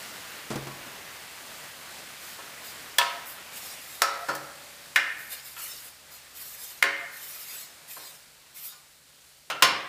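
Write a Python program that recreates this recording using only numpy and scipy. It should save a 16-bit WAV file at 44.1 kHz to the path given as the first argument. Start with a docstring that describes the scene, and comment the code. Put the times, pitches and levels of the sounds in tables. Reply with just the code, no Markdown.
"""A dense sizzle, slowly thinning out: hot water bubbles away on a steel griddle in a tiled kitchen.
A motor hums low underneath, with a soft rush of air. An empty steel pan is set down, and the table booms.
Then a wide scraper swishes over the wet plate, catching in countless tiny slips, and clanks against
the rim, which sets griddle and blade ringing. One microphone hears it all, a step or two away."""
import sys
import numpy as np
from scipy import signal
from scipy.fft import rfft, irfft, next_fast_len
from scipy.io import wavfile
from scipy.ndimage import uniform_filter1d, map_coordinates

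SR = 44100
rng = np.random.default_rng(int(sys.argv[2]) if len(sys.argv) > 2 else 0)


def waveform_to_disk(signal):
    """Save audio, clipped to [-1, 1], as 16-bit WAV at the path in sys.argv[1]."""
    frames = np.transpose(np.atleast_2d(signal))
    scaled = np.clip(frames, -1, 1) * 32767
    samples = np.round(scaled).astype(np.int16)
    wavfile.write(sys.argv[1], SR, samples)


N = 435708


def amp(db):
    """Turns decibels into a number to multiply a sound by."""
    return 10 ** (np.asarray(db) / 20)


def unit(x):
    """Scales x to an average power of 1."""
    return x / np.sqrt(np.mean(x ** 2) + 1e-20)


def unit_energy(x):
    """Scales x to a total energy of 1."""
    return x / np.sqrt(np.sum(x ** 2) + 1e-20)


def along(points, hz):
    """Reads between (pitch_hz, value) points, with octaves evenly spaced."""
    pitches, values = np.transpose(points)
    return np.interp(np.log(hz + 1), np.log(pitches), values)


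def curves(rows):
    """Joins timed rows into one curve for each column after the time."""
    times, *columns = np.transpose(rows)
    return [np.interp(np.arange(N) / SR, times, column) for column in columns]


def wobble(rate):
    """A smooth curve through rate random values a second."""
    return map_coordinates(rng.standard_normal(int(N * rate / SR) + 4), [np.arange(N) * rate / SR])


def filtered(x, response):
    """Multiplies each frequency in x by response(hz)."""
    size = next_fast_len(len(x) + SR // 2)
    return irfft(rfft(x, size) * response(np.fft.rfftfreq(size, 1 / SR)), size)[:len(x)]


def coloured(x, points):
    """Shapes the tone of x by (pitch_hz, gain_db) points, without smearing it backwards in time."""
    def response(hz):
        cepstrum = irfft(np.log(amp(along(points, hz))))
        half = len(cepstrum) // 2
        return np.exp(rfft(np.r_[cepstrum[0], 2 * cepstrum[1:half], np.zeros(half)]))
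    return filtered(x, response)


def evened(x, width_hz=160):
    """Gives a one-second sound equal energy in every band width_hz wide; finer ripple stays."""
    spectrum = rfft(x)
    band_power = np.abs(uniform_filter1d(np.abs(spectrum) ** 2, int(width_hz)))
    return unit_energy(irfft(spectrum / np.sqrt(band_power + 1e-12), len(x)))


def resonances(peaks, hz):
    """How strongly (pitch_hz, width_hz, gain_db) resonances answer each frequency."""
    return sum(amp(db) * 1j * hz * width / (pitch ** 2 - hz ** 2 + 1j * hz * width)
               for pitch, width, db in peaks)


def dying(t, fade_s):
    """A fade that falls by 60 dB in fade_s seconds."""
    return amp(-60 * t / np.maximum(fade_s, .001))


def tail(fades):
    """One second of noise, each frequency fading at its own speed."""
    hz, t, bands = signal.stft(rng.standard_normal(SR), SR, nperseg=128)
    faded = bands * dying(t, along(fades, hz)[:, None])
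    return unit_energy(signal.istft(faded, SR)[1][:SR])


def ring(notes, scatter_db):
    """One second of fading notes, at new strengths for every blow."""
    t = np.arange(SR) / SR
    out = np.zeros(SR)
    for hz, db, fade_s in notes:
        strength = amp(db + scatter_db * rng.normal())
        tone = np.sin(2 * np.pi * (hz * t + rng.random()))
        out += strength * unit_energy(tone * dying(t, fade_s))
    return out


def add(track, start_s, sound):
    """Mixes a sound into the track at start_s."""
    start = max(round(start_s * SR), 0)
    track[start:start + len(sound)] += sound[:N - start]


def pops(rate, spread_db):
    """Tiny random clicks of uneven size, about rate a second."""
    happens = rng.random(N) < rate / SR
    return unit(happens * rng.choice([-1, 1], N) * amp(spread_db * np.minimum(rng.standard_normal(N), 2.5)))


def patchy(x, depth_db, size=5):
    """Makes x louder and softer in small patches of time and pitch, size bands wide."""
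    bands = signal.stft(x, nperseg=512)[2]
    patches = uniform_filter1d(rng.standard_normal(bands.shape), size=size, axis=0)
    patches = uniform_filter1d(patches, size=11, axis=1)
    return unit(signal.istft(bands * amp(depth_db * unit(patches)))[1][:N])


# How loud the water is as it boils away: time_s, boil_db, fizz_db
WATER_LEVELS = [(0, -42.5, -46), (.9, -44, -53.5), (1.3, -44, -47.5), (2.2, -44.5, -47.5),
                (3.4, -45.5, -51.5), (4.3, -48, -48), (6, -54.5, -54), (7.7, -53, -53), (8.4, -59.5, -57),
                (9.4, -64, -56.5)]
# Tone of the boiling puddle and of the brighter fizzing droplets: pitch_hz, gain_db
BOIL_TONE = [(40, -27), (120, -6.5), (300, -5), (400, -6), (600, -1.5), (900, -2.5), (1300, -1), (2000, 0),
             (3000, -4), (4500, -8.5), (8000, -13.5), (15000, -14)]
FIZZ_TONE = [(200, -24.5), (700, -18.5), (1200, -3.5), (2500, -1), (4500, 4), (6000, -0.5), (7800, 2),
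             (10000, -1.5), (13000, -3.5), (15500, -7)]
def sizzle():
    """Steam bubbles burst by the thousand; small droplets fizz on after the puddle has shrunk."""
    boil_db, fizz_db = curves(WATER_LEVELS)
    surge_db = 0.75 * wobble(6.7) + 0.11 * wobble(22)
    bubbles = lambda: rng.standard_normal(N) + .6 * pops(rate=2500, spread_db=4)
    boil = unit(coloured(patchy(bubbles(), depth_db=1), BOIL_TONE))
    fizz = unit(coloured(patchy(bubbles(), depth_db=0.6), FIZZ_TONE))
    return amp(boil_db + surge_db) * boil + amp(fizz_db + surge_db) * fizz


# The motor's two low notes: pitch_hz, early_db, late_db
MOTOR_NOTES = [(76, -72, -81.5), (146.5, -74, -80.5)]
# Tone of the moving air: pitch_hz, gain_db
AIR_TONE = [(20, -44), (45, -1), (70, -5), (100, -17), (140, 2), (190, -6.5), (320, -11), (550, -6.5),
            (1000, -23.5), (4000, -41)]
def ventilation():
    """Air rushes softly under a slightly unsteady motor hum that weakens towards the end."""
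    t = np.arange(N) / SR
    hum = np.zeros(N)
    for hz, early_db, late_db in MOTOR_NOTES:
        level_db = np.interp(t, [6.5, 7.8], [early_db, late_db])
        hum += amp(level_db) * unit(np.sin(2 * np.pi * hz * t + .5 * wobble(4)))
    air = unit(coloured(rng.standard_normal(N), AIR_TONE))
    return hum + amp(-70) * air


# The pan's corners touch the table: start_s, level_db
PAN_TOUCHES = [(.504, 3.5), (.513, 3), (0.525, -1), (.54, -5.5), (0.558, 3.5), (0.622, -7), (.67, -1.5),
               (0.867, -10.5)]
# Tone of a knock on the table top: pitch_hz, gain_db
TABLE_TONE = [(25, -14), (50, 8), (90, 2), (140, 1.5), (200, 8.5), (340, 13), (650, 9.5), (900, 6.5),
              (1250, 4.5), (2000, -1.5), (4000, -4), (8000, -7), (15000, -20)]
# The notes that the table and the pan ring with: pitch_hz, level_db, fade_s
TABLE_NOTES = [(50, -10, 0.76), (136.4, 3, 0.47), (212, -2.5, 0.2), (337, -11.5, 0.22)]
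PAN_NOTES = [(1000, -2.5, 0.83), (1110, -9, 0.55), (1310, -10, 0.26)]
# How long the tiled kitchen echoes, for the pan and the clanks: pitch_hz, fade_s
KITCHEN_ECHO = [(100, 1), (500, 1), (1800, 0.88), (3000, 0.66), (5000, 0.52), (8000, 0.32), (15000, 0.16)]
def pan():
    """The empty pan lands corner by corner and rocks; the table booms, and the pan rings as it settles."""
    out = np.zeros(N)
    for start_s, level_db in PAN_TOUCHES:
        thud = amp(-4) * evened(tail([(100, 0.074), (1000, 0.13), (8000, 0.049)]))
        boom = amp(-18.5) * ring(TABLE_NOTES, scatter_db=3)
        echo = amp(-11) * tail(KITCHEN_ECHO)
        add(out, start_s, amp(level_db - 3) * coloured(thud + boom + echo, TABLE_TONE))
    add(out, .672, amp(-11) * ring(PAN_NOTES, scatter_db=3.5))
    return out


def push(length_s, swell_db, fade_s, bite_s=0.064):
    """Loudness of one push: the blade bites, swells where the hand is fastest and dies away."""
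    t = np.arange(SR) / SR
    bite = np.sin(np.pi / 2 * np.minimum(t / bite_s, 1)) ** 2
    speed = np.sin(np.pi * np.minimum(t / length_s, 1))
    return bite * amp(swell_db * speed) * dying(np.maximum(t - length_s, 0), fade_s)


# Pushes of the scraper over the plate: start_s, length_s, hiss_db, rasp_db
PUSHES = [(2.183, 0.15, -50, -49), (2.603, 0.097, -45.5, -47.5), (3.23, 0.11, -42.5, -51.5),
          (3.494, 0.25, -48, -44), (3.775, 0.23, -50, -49), (5.142, .14, -49, -57),
          (5.279, 0.044, -33, -38.5), (5.408, 0.12, -46, -48.5), (5.539, 0.17, -41.5, -41),
          (5.697, 0.19, -48, -49), (6.089, 0.063, -45.5, -51), (6.321, 0.23, -43.5, -46.5),
          (6.546, 0.16, -43.5, -45.5), (6.68, 0.1, -53, -58), (7.095, 0.15, -46, -50.5),
          (7.18, 0.32, -43, -46.5), (7.45, 0.17, -44, -44), (7.855, 0.11, -42, -46),
          (7.953, 0.17, -49, -47), (8.524, 0.077, -44, -47.5), (8.59, .09, -38.5, -44.5)]
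# Tone of the edge's high hiss and of the blade's lower rasp: pitch_hz, gain_db
HISS_TONE = [(3000, -34), (7000, -18), (10000, -5), (12300, 1), (13500, -1.5), (14200, -4.5), (15500, 0.5)]
RASP_TONE = [(200, -25.5), (600, -11.5), (1200, -6.5), (2500, -1.5), (4500, -5), (6200, -3), (8000, -0.5),
             (11000, -6.5), (15000, -7)]
# Pitches that the pressed blade favours: pitch_hz, width_hz, gain_db
BLADE_PEAKS = [(1250, 92, -5), (2770, 150, -20), (3690, 67, 6), (4240, 72, 7), (4850, 89, 9), (5330, 65, 4),
               (6800, 110, -14.5), (7400, 280, -12.5), (12500, 300, -10.5), (13500, 210, -5)]
def scrape():
    """The edge catches on the wet plate in tiny slips, which ring the blade and break into squeaks."""
    def slips(tone):
        friction = rng.standard_normal(N) + 0.37 * pops(rate=2600, spread_db=5.5)
        squeaky = patchy(friction, depth_db=4.4, size=2)
        ringing = filtered(squeaky, lambda hz: 1 + resonances(BLADE_PEAKS, hz))
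        return unit(coloured(ringing, tone))

    hiss_power, rasp_power = np.zeros(N), np.zeros(N)
    for start_s, length_s, hiss_db, rasp_db in PUSHES:
        add(hiss_power, start_s, (amp(hiss_db) * push(length_s, swell_db=3.5, fade_s=0.22)) ** 2)
        add(rasp_power, start_s, (amp(rasp_db) * push(length_s, swell_db=1.5, fade_s=0.53)) ** 2)
    tremble_db = 1.1 * wobble(45) + 0.27 * wobble(200)  # the hand's pressure trembles
    hiss = np.sqrt(hiss_power) * slips(HISS_TONE)
    rasp = np.sqrt(rasp_power) * slips(RASP_TONE)
    return amp(tremble_db) * (hiss + rasp)


# The steely tone that all blows share: pitch_hz, gain_db
STEEL_TONE = [(50, -33), (130, -15.5), (270, -15), (600, -5.5), (1020, -3), (1400, -1), (2000, -2.5),
              (3000, -4.5), (4600, -5.5), (9500, -12.5), (15500, -15)]
def blow_tone(slap_db, spot_hz, lowest_hz, tilt_db_per_octave):
    """Tone of one blow: a stiff spot stirs no bass, a hard contact is bright, a flat blade slaps."""
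    slap_hz, tilt_from_hz, ripple_step_hz = 2840, 780, 200
    hz = np.geomspace(50, 16000, 600)
    bump = lambda centre, width: np.exp(-(np.log(hz / centre) / width) ** 2)
    bass = -10 * np.log10(1 + (lowest_hz / hz) ** 8)
    treble = tilt_db_per_octave * np.log2(np.maximum(hz / tilt_from_hz, 1))
    slap = slap_db * bump(slap_hz, 0.31)
    # The struck spot favours one pitch, weakens a higher one and has its own uneven overtones.
    spot = 7 * bump(spot_hz, 0.071) - 4.5 * bump(2.48 * spot_hz, 0.067)
    uneven = map_coordinates(rng.standard_normal(SR // ripple_step_hz), [hz / ripple_step_hz])
    ripple = 2 * np.minimum(hz / slap_hz, 1) ** 2 * uneven
    return np.c_[hz, along(STEEL_TONE, hz) + bass + treble + slap + spot + ripple]


# The scraper hits the griddle: start_s, level_db, crack_db, griddle_db, blade_db, rim_db,
# slap_db, spot_hz, lowest_hz, tilt_db_per_octave
SCRAPER_BLOWS = [(2.386, 0, -20.5, 5.5, -21, -20, -4, 1200, 300, -3.5),
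                 (2.9837, 17.5, 1, 5.5, -18, -26, 4.5, 963, 536, 2),
                 (3.013, 20.5, 10.5, -2.5, -11, 0, 12, 1035, 543, -6.5),
                 (4.0186, 26, 6, -3.5, -12, -39, -6, 1310, 450, -0.5),
                 (4.285, 20.5, -18.5, -1.5, -3, -25, -6, 1407, 125, -4),
                 (4.351, -8, -6, 7, -12, -23, -6, 1390, 200, 4.5),
                 (4.959, 13, -1.5, -2.5, -2, 15, 0, 1757, 200, 1),
                 (5.566, -4.5, -6, 9, -3, -16, 14, 1380, 850, -3.5),
                 (6.825, 16, 5, -1.5, -4.5, 13.5, -3, 2100, 200, 0.5),
                 (6.838, 10.5, 1.5, 9, -5.5, 9.5, -1.5, 1830, 201, -1.5),
                 (7.965, 4.5, -15.5, -4.5, -20, -23, -5, 1040, 101, -7),
                 (8.723, -13, -17.5, -20, 7, -21, -4, 1204, 600, 1),
                 (9.5, 16.5, -10, -7.5, -3, -16, 6, 1350, 100, -2.5),
                 (9.6231, 29, -8, -10, -1, -15, 5, 1084, 50, -0.5)]
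# How long the dense ring of struck sheet steel lasts: pitch_hz, fade_s
SHEET_FADES = [(100, 0.55), (1000, 0.13), (2500, 0.15), (6000, 0.097), (15000, 0.045)]
# The lasting notes of the griddle and of the free blade: pitch_hz, level_db, fade_s
GRIDDLE_NOTES = [(141, 4, .7), (308, 7, 0.69), (397, 4, 0.41), (448, -3, 0.73), (557, 6, 0.7),
                 (687, 0.5, 0.6), (800, -12, .45), (962, 3.5, 0.47), (1068, 2.5, 0.35), (1285, 1.5, 0.61),
                 (1313, -1, 0.46), (1380, -1.5, 0.28), (1530, -7.5, 0.16), (1747, 6, 0.18),
                 (1810, -5.5, 0.47), (2090, -6, 0.15), (2600, -0.5, 0.19), (3360, 1, 0.073)]
BLADE_NOTES = [(803, -4, .59), (1046, 2, .3), (1195, -3.5, .57), (1453, 3, .3), (2340, .5, .45),
               (2787, -1, .2), (3656, -4.5, .21), (3910, -3, .17), (4540, 1, .4), (5356, 4.5, .38),
               (6999, 1, .19)]
# Pitches that the griddle's rim favours: pitch_hz, width_hz, gain_db
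RIM_PEAKS = [(1560, 110, -3), (1825, 150, 1.5), (2115, 130, 3.5), (2400, 200, -5), (2780, 150, -6)]
def clanks():
    """Each blow cracks and shakes the sheet steel; the kitchen echoes, and griddle and blade ring on."""
    out, t = np.zeros(N), np.arange(SR) / SR
    for start_s, level_db, crack_db, griddle_db, blade_db, rim_db, *tone_settings in SCRAPER_BLOWS:
        snap = rng.standard_normal(SR) * dying(t, .014) * (1 - dying(t, .018))
        crack = amp(crack_db - 5.5) * unit_energy(snap)
        rise_s = 0.015 * amp(-np.minimum(crack_db, 0) / 2)  # a soft contact builds up more slowly
        sheet = amp(-11.5) * unit_energy(tail(SHEET_FADES) * (1 - dying(t, rise_s)))
        burst = evened(crack + sheet) * (t < .5)
        griddle = amp(griddle_db - 26) * ring(GRIDDLE_NOTES, scatter_db=1.2)
        blade = amp(blade_db - 24) * ring(BLADE_NOTES, scatter_db=1.2)
        room = unit_energy(tail(KITCHEN_ECHO) * (1 - dying(t, 0.012)))
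        echo = signal.fftconvolve(burst, room)[:SR]
        rim = lambda hz: 1 + amp(rim_db) * resonances(RIM_PEAKS, hz)
        clang = filtered(amp(-5) * burst + amp(-12) * echo, rim)
        add(out, start_s, amp(level_db) * coloured(clang + griddle + blade, blow_tone(*tone_settings)))
    return out


# Brief swells of the blade's low note: start_s, end_s, swell_to_db
BLADE_SWELLS = [(3.1, 3.182, -38.5), (4.157, 4.254, -34), (6.964, 7.056, -41)]
def blade_sings(pitch_hz=694, rise_db_per_s=280):
    """The blade sings as it settles after a hard blow: one note swells and is cut short."""
    out = np.zeros(N)
    for start_s, end_s, swell_to_db in BLADE_SWELLS:
        t = np.arange(int((end_s - start_s) * SR)) / SR
        swell = amp(swell_to_db - rise_db_per_s * (t[-1] - t))
        soft_ends = signal.windows.tukey(len(t), .25)
        add(out, start_s, swell * soft_ends * unit(np.sin(2 * np.pi * pitch_hz * t)))
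    return out


def panel_ring():
    """One dull knock of the scraper leaves a panel ringing with two notes."""
    out = np.zeros(N)
    add(out, 4.287, amp(-11.5) * ring([(573, 2.0, 3.2), (846, -8, 2.7)], scatter_db=2))
    return out


def scene():
    """All sources reach one microphone, the same on both channels."""
    griddle = sizzle() + scrape() + clanks() + blade_sings() + panel_ring()
    mono = griddle + pan() + ventilation()
    return np.array([mono, mono])


def record(dry):
    """The very highest treble is cut away."""
    top_hz = 15400
    return np.array([filtered(channel, lambda hz: hz < top_hz) for channel in dry])


dry = scene()
out = record(dry)
waveform_to_disk(out)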